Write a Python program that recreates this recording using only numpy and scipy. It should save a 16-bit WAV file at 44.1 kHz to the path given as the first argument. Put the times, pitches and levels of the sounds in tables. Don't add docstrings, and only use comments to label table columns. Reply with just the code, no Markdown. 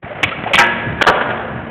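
import sys
import numpy as np
from scipy import signal
from scipy.fft import rfft, irfft, next_fast_len
from scipy.io import wavfile
from scipy.ndimage import uniform_filter1d, map_coordinates

SR = 44100
rng = np.random.default_rng(int(sys.argv[2]) if len(sys.argv) > 2 else 0)


def int16_out(signal):
    q = np.round(np.clip(np.atleast_2d(signal).T, -1, 1) * 32767)
    wavfile.write(sys.argv[1], SR, q.astype(np.int16))


N = 74970

# (time [s], level [dB], fade time [s], tilt [dB/octave])
CLACK_HITS = [(0.045, -19, 0.018, -6), (0.2305, -4, 0.078, 1), (0.237, -4, .045, 1.5),
              (0.2715, -17.5, .05, -4), (0.279, -13.5, 0.028, -3.5), (0.289, -11, 0.028, 1),
              (0.314, -18, .04, 1), (0.437, -12, .035, -5), (0.472, -19.5, 0.14, -4),
              (0.534, -4.5, .1, 3.5), (0.543, -3.5, 0.053, -3.5), (0.553, -0.5, .08, 11),
              (0.571, -13.5, 0.031, 3), (0.586, -1, 0.097, 1.5), (0.644, -14, 0.034, 3),
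              (1.019, -3.5, 0.035, 0), (1.302, -21, .09, 1.5)]
# (frequency [Hz], level [dB])
CRACK_COLOUR = [(50, -22), (180, -2), (400, -4), (800, -8.5), (1300, -1), (1750, -6.5), (2300, 4.5),
                (3000, -2), (4000, -4.5)]
# (frequency [Hz], level [dB], fade time [s])
DECK_NOTES = [(191, -21, .1), (535, -21, 0.24), (735, -19.5, 0.095), (1142, -19.5, 0.075),
              (1975.5, -8, 0.074), (2283, -3.5, 0.038), (2554, -19, .07), (2670, -24.5, 0.042)]
# (time [s], level [dB], fade time [s], tilt [dB/octave])
SLAM_HITS = [(1.0115, -5.5, .12, 3), (1.018, -7.5, 0.062, 1.5), (1.024, -2.5, 0.12, 6.5),
             (1.067, -4.5, 0.067, 1), (1.074, 0, .1, 0.5), (1.084, 0.5, 0.068, -4.5),
             (1.097, -3.5, 0.082, -6), (1.173, -14, 0.11, -5.5), (1.211, -9.5, 0.075, 1),
             (1.296, -23.5, 0.3, -2.5), (1.374, -16.5, 0.025, -0.5), (1.395, -19.5, 0.056, -2.5),
             (1.479, -22.5, .03, 0.5), (1.499, -26.5, 0.025, -2.5)]
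# (frequency [Hz], level [dB])
THUD_COLOUR = [(30, -18.5), (100, -20.5), (280, -12), (500, 0.5), (850, 0.5), (1150, 1.5), (1450, 2.5),
               (1700, 3), (2000, -13.5), (3000, -11.5), (4000, -11.5)]
# (frequency [Hz], level [dB], fade time [s])
LOADED_NOTES = [(503.4, -18.5, .45), (597.5, -22, 0.52), (743.7, -20.5, 0.33), (792, -16, .16),
                (953, -18, 0.31), (1161, -13, 0.11), (1374, -22.5, 0.079), (1433, -12.5, 0.15)]
# (frequency [Hz], width [Hz], level [dB])
CONTACT_PEAKS = [(366, 150, -13.5), (922, 120, -2.5), (1315, 190, -4.5), (1686, 150, 4), (2020, 100, -3.5),
                 (2537, 95, -5), (3140, 120, -15.5)]
# (frequency [Hz], level [dB], fade time [s], extra ring under the truck [dB])
RAIL_NOTES = [(229, -29, 12, -12), (356, -30, 3.2, 4), (683, -23.5, 1.1, -1), (816, -24, .28, 16.5),
              (943, -23.5, 1.6, 13.5), (1313, -19, .6, 8.5), (1414, -33.5, 0.86, 8.5), (1596, -29, 1.22, 1),
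              (1600, -20.5, 1.4, 5.5), (1677, -24.5, 3.2, -0.5), (1683, -22, 2.6, 8.5),
              (2000, -23, 1.4, -4), (2250, -34, 1.3, 0), (2520, -31.5, 1.2, 9)]
# (time [s], length [s], pitch [Hz], level [dB])
RUBBER_SQUEAKS = [(0.057, 0.033, 693, -29), (0.103, 0.031, 595, -24.5), (0.317, 0.021, 1340, -20.5),
                  (0.459, 0.017, 742.5, -17), (0.463, .024, 862, -23.5), (0.504, 0.03, 557.6, -20)]
# (time [s], level [dB])
WHEEL_LEVELS = [(0.015, -78), (0.028, -33.5), (0.12, -29.5), (0.22, -28), (0.3, -30), (0.42, -29.5),
                (0.52, -26), (0.62, -24.5), (1.05, -31), (1.13, -23.5), (1.32, -23.5), (1.45, -28),
                (1.7, -30.5)]
# (frequency [Hz], level [dB])
WHEEL_COLOUR = [(60, -28), (200, 2), (400, 4.5), (650, 7.5), (1000, -1), (1600, 0.5), (2200, -4),
                (3200, -14.5), (4000, -15.5)]
# (frequency [Hz], fade time [s])
ECHO_FADES = [(100, 0.84), (500, 1.73), (1500, 1.45), (3500, 1.02)]
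# (time [s], level [dB])
AIR_LEVELS = [(0.02, -70), (0.045, -29), (0.08, -43.5), (0.19, -35), (0.27, -28.5), (0.32, -42.5),
              (0.38, -29.5), (0.5, -36.5), (0.7, -35), (0.82, -32), (0.89, -22.5), (0.99, -26.5),
              (1.15, -42), (1.3, -31.5), (1.45, -36), (1.56, -28.5), (1.7, -36.5)]
# (frequency [Hz], level [dB])
AIR_COLOUR = [(20, -29), (45, -17), (75, -6), (120, -1.5), (200, -7), (350, -12), (800, -41.5), (2000, -76)]
# (time [s], length [s], level change [dB])
LEVEL_DIPS = [(0.564, .004, -33), (1.028, 0.01, -21.5), (1.04, .006, -5.5), (1.044, 0.0044, -25),
              (1.053, .008, -19.5)]
# (frequency [Hz], gain [dB])
MIC_RESPONSE = [(20, -10), (60, 1.5), (3000, -0.5), (3400, -4), (3800, -15.5), (4200, -25.5), (4600, -60.5),
                (5200, -110)]

HIT_RISE_S = 0.0015
GRIND_START_S, GRIND_RISE_S, GRIND_HOLD_S, GRIND_FADE_S, GRIND_DB = 0.575, 0.011, 0.034, 0.21, -8
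RAIL_RISE_S, RAIL_RELEASE_S = 0.021, 0.24
SQUEAK_ROUGH_DB, GRIT_DB, AIR_LUMPS_DB = 3, 2, 1
ECHO_DELAY_S = 0.02
CLIP_LIMIT, CLIP_HARDNESS, TOP_HZ = 0.71, 22, 16000


def clacks():
    return strikes(CLACK_HITS, CRACK_COLOUR, DECK_NOTES, ring_db=-3)


def slams():
    return strikes(SLAM_HITS, THUD_COLOUR, LOADED_NOTES, ring_db=-1)


def strikes(hits, colour, notes, ring_db):
    out = np.zeros(N)
    for start, db, t60, tilt_db in hits:
        t = clock() - start
        ring = sum(amp(level) * blow(t, life) * np.sin(2 * np.pi * (hz * t + rng.random()))
                   for hz, level, life in notes)
        burst = blow(t, t60) * noise(colour, tilt_db)
        out += amp(db) * (burst + amp(ring_db) * ring)
    return out


def grind():
    def resonances(hz):
        return sum((-1) ** k * amp(db) * 1j * hz * width / (peak ** 2 - hz ** 2 + 1j * hz * width)
                   for k, (peak, width, db) in enumerate(CONTACT_PEAKS))
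    t = clock() - GRIND_START_S
    stroke = np.clip(t / GRIND_RISE_S, 0, 1) * fade(t - GRIND_HOLD_S, GRIND_FADE_S)
    scrape = unit(filtered(rng.standard_normal(N), resonances))
    return amp(GRIND_DB) * stroke * scrape


def rail():
    t = clock() - GRIND_START_S
    pressed = fade(t - GRIND_HOLD_S, RAIL_RELEASE_S)
    ring = sum(amp(db) * (1 + amp(extra_db) * pressed) * fade(t, t60) * tone(hz, waver=0.08, rate=60)
               for hz, db, t60, extra_db in RAIL_NOTES)
    return np.clip(t / RAIL_RISE_S, 0, 1) * ring


def squeaks():
    slips = np.zeros(N)
    for start, length, hz, db in RUBBER_SQUEAKS:
        swell = np.sin(np.pi * np.clip((clock() - start) / length, 0, 1))
        slips += np.sqrt(2) * amp(db) * swell * tone(hz, waver=0.71, rate=160)
    return slips * amp(SQUEAK_ROUGH_DB * wobble(rate=350))


def wheels():
    away = clock() / clock()[-1]
    bright = noise(WHEEL_COLOUR, tilt_db=2)
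    dull = noise(WHEEL_COLOUR, tilt_db=0.85)
    roar = np.sqrt(1 - away) * bright + np.sqrt(away) * dull
    grit = amp(GRIT_DB * wobble(rate=170))
    return amp(curve(WHEEL_LEVELS)) * unit(roar * grit)


def overpass(x):
    hz, t, bands = signal.stft(rng.standard_normal(N), SR, nperseg=256)
    decay = np.exp(-np.log(1000) * t / along(ECHO_FADES, hz)[:, None])
    tail = signal.istft(bands * decay, SR, nperseg=256)[1][:N]
    tail *= np.clip(clock() / ECHO_DELAY_S - 1, 0, 1)
    return signal.fftconvolve(x, tail / np.linalg.norm(tail))[:N]


def air():
    return amp(curve(AIR_LEVELS) + AIR_LUMPS_DB * wobble(rate=20)) * noise(AIR_COLOUR)


def amp(db):
    return 10 ** (np.asarray(db) / 20)


def unit(x):
    return x / np.sqrt(np.mean(x ** 2) + 1e-20)


def clock():
    return np.arange(N) / SR


def along(points, hz):
    frequencies, values = np.transpose(points)
    return np.interp(np.log(hz + 1), np.log(frequencies + 1), values)


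def curve(points):
    return np.interp(clock(), *np.transpose(points))


def wobble(rate):
    return map_coordinates(rng.standard_normal(2048), [clock() * rate + 2], mode="wrap")


def filtered(x, response):
    size = next_fast_len(N + SR // 2)
    return irfft(rfft(x, size) * response(np.fft.rfftfreq(size, 1 / SR)), size)[:N]


def noise(colour, tilt_db=0):
    def response(hz):
        octaves = np.log2(np.clip(hz, 300, 4000) / 1000)
        return amp(along(colour, hz) + tilt_db * octaves) * (hz < SR / 10)
    return unit(filtered(rng.standard_normal(N), response))


def fade(t, t60):
    return np.exp(-np.log(1000) * np.maximum(t, 0) / t60)


def blow(t, t60):
    return np.clip(t / HIT_RISE_S, 0, 1) * fade(t, t60)


def tone(hz, waver, rate):
    return np.sin(2 * np.pi * (hz * clock() + rng.random()) + waver * wobble(rate))


def scene():
    sources = [(clacks(), -12.5), (grind(), -9.5), (slams(), -10.5), (squeaks(), -15)]
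    board = sum(sound + amp(echo_db) * overpass(sound) for sound, echo_db in sources)
    return (board + rail() + wheels() + air())[None]


def record(dry):
    t = clock()
    dip_db = sum(db * ((t > start) & (t < start + length)) for start, length, db in LEVEL_DIPS)
    dipped = dry[0] * amp(uniform_filter1d(dip_db, size=80))
    dulled = filtered(dipped, lambda hz: amp(along(MIC_RESPONSE, hz)))
    clipped = dulled / (1 + np.abs(dulled / CLIP_LIMIT) ** CLIP_HARDNESS) ** (1 / CLIP_HARDNESS)
    low_pass = signal.ellip(10, 0.05, 80, TOP_HZ, fs=SR, output="sos")
    return signal.sosfilt(low_pass, clipped)[None]


dry = scene()
out = record(dry)
int16_out(out)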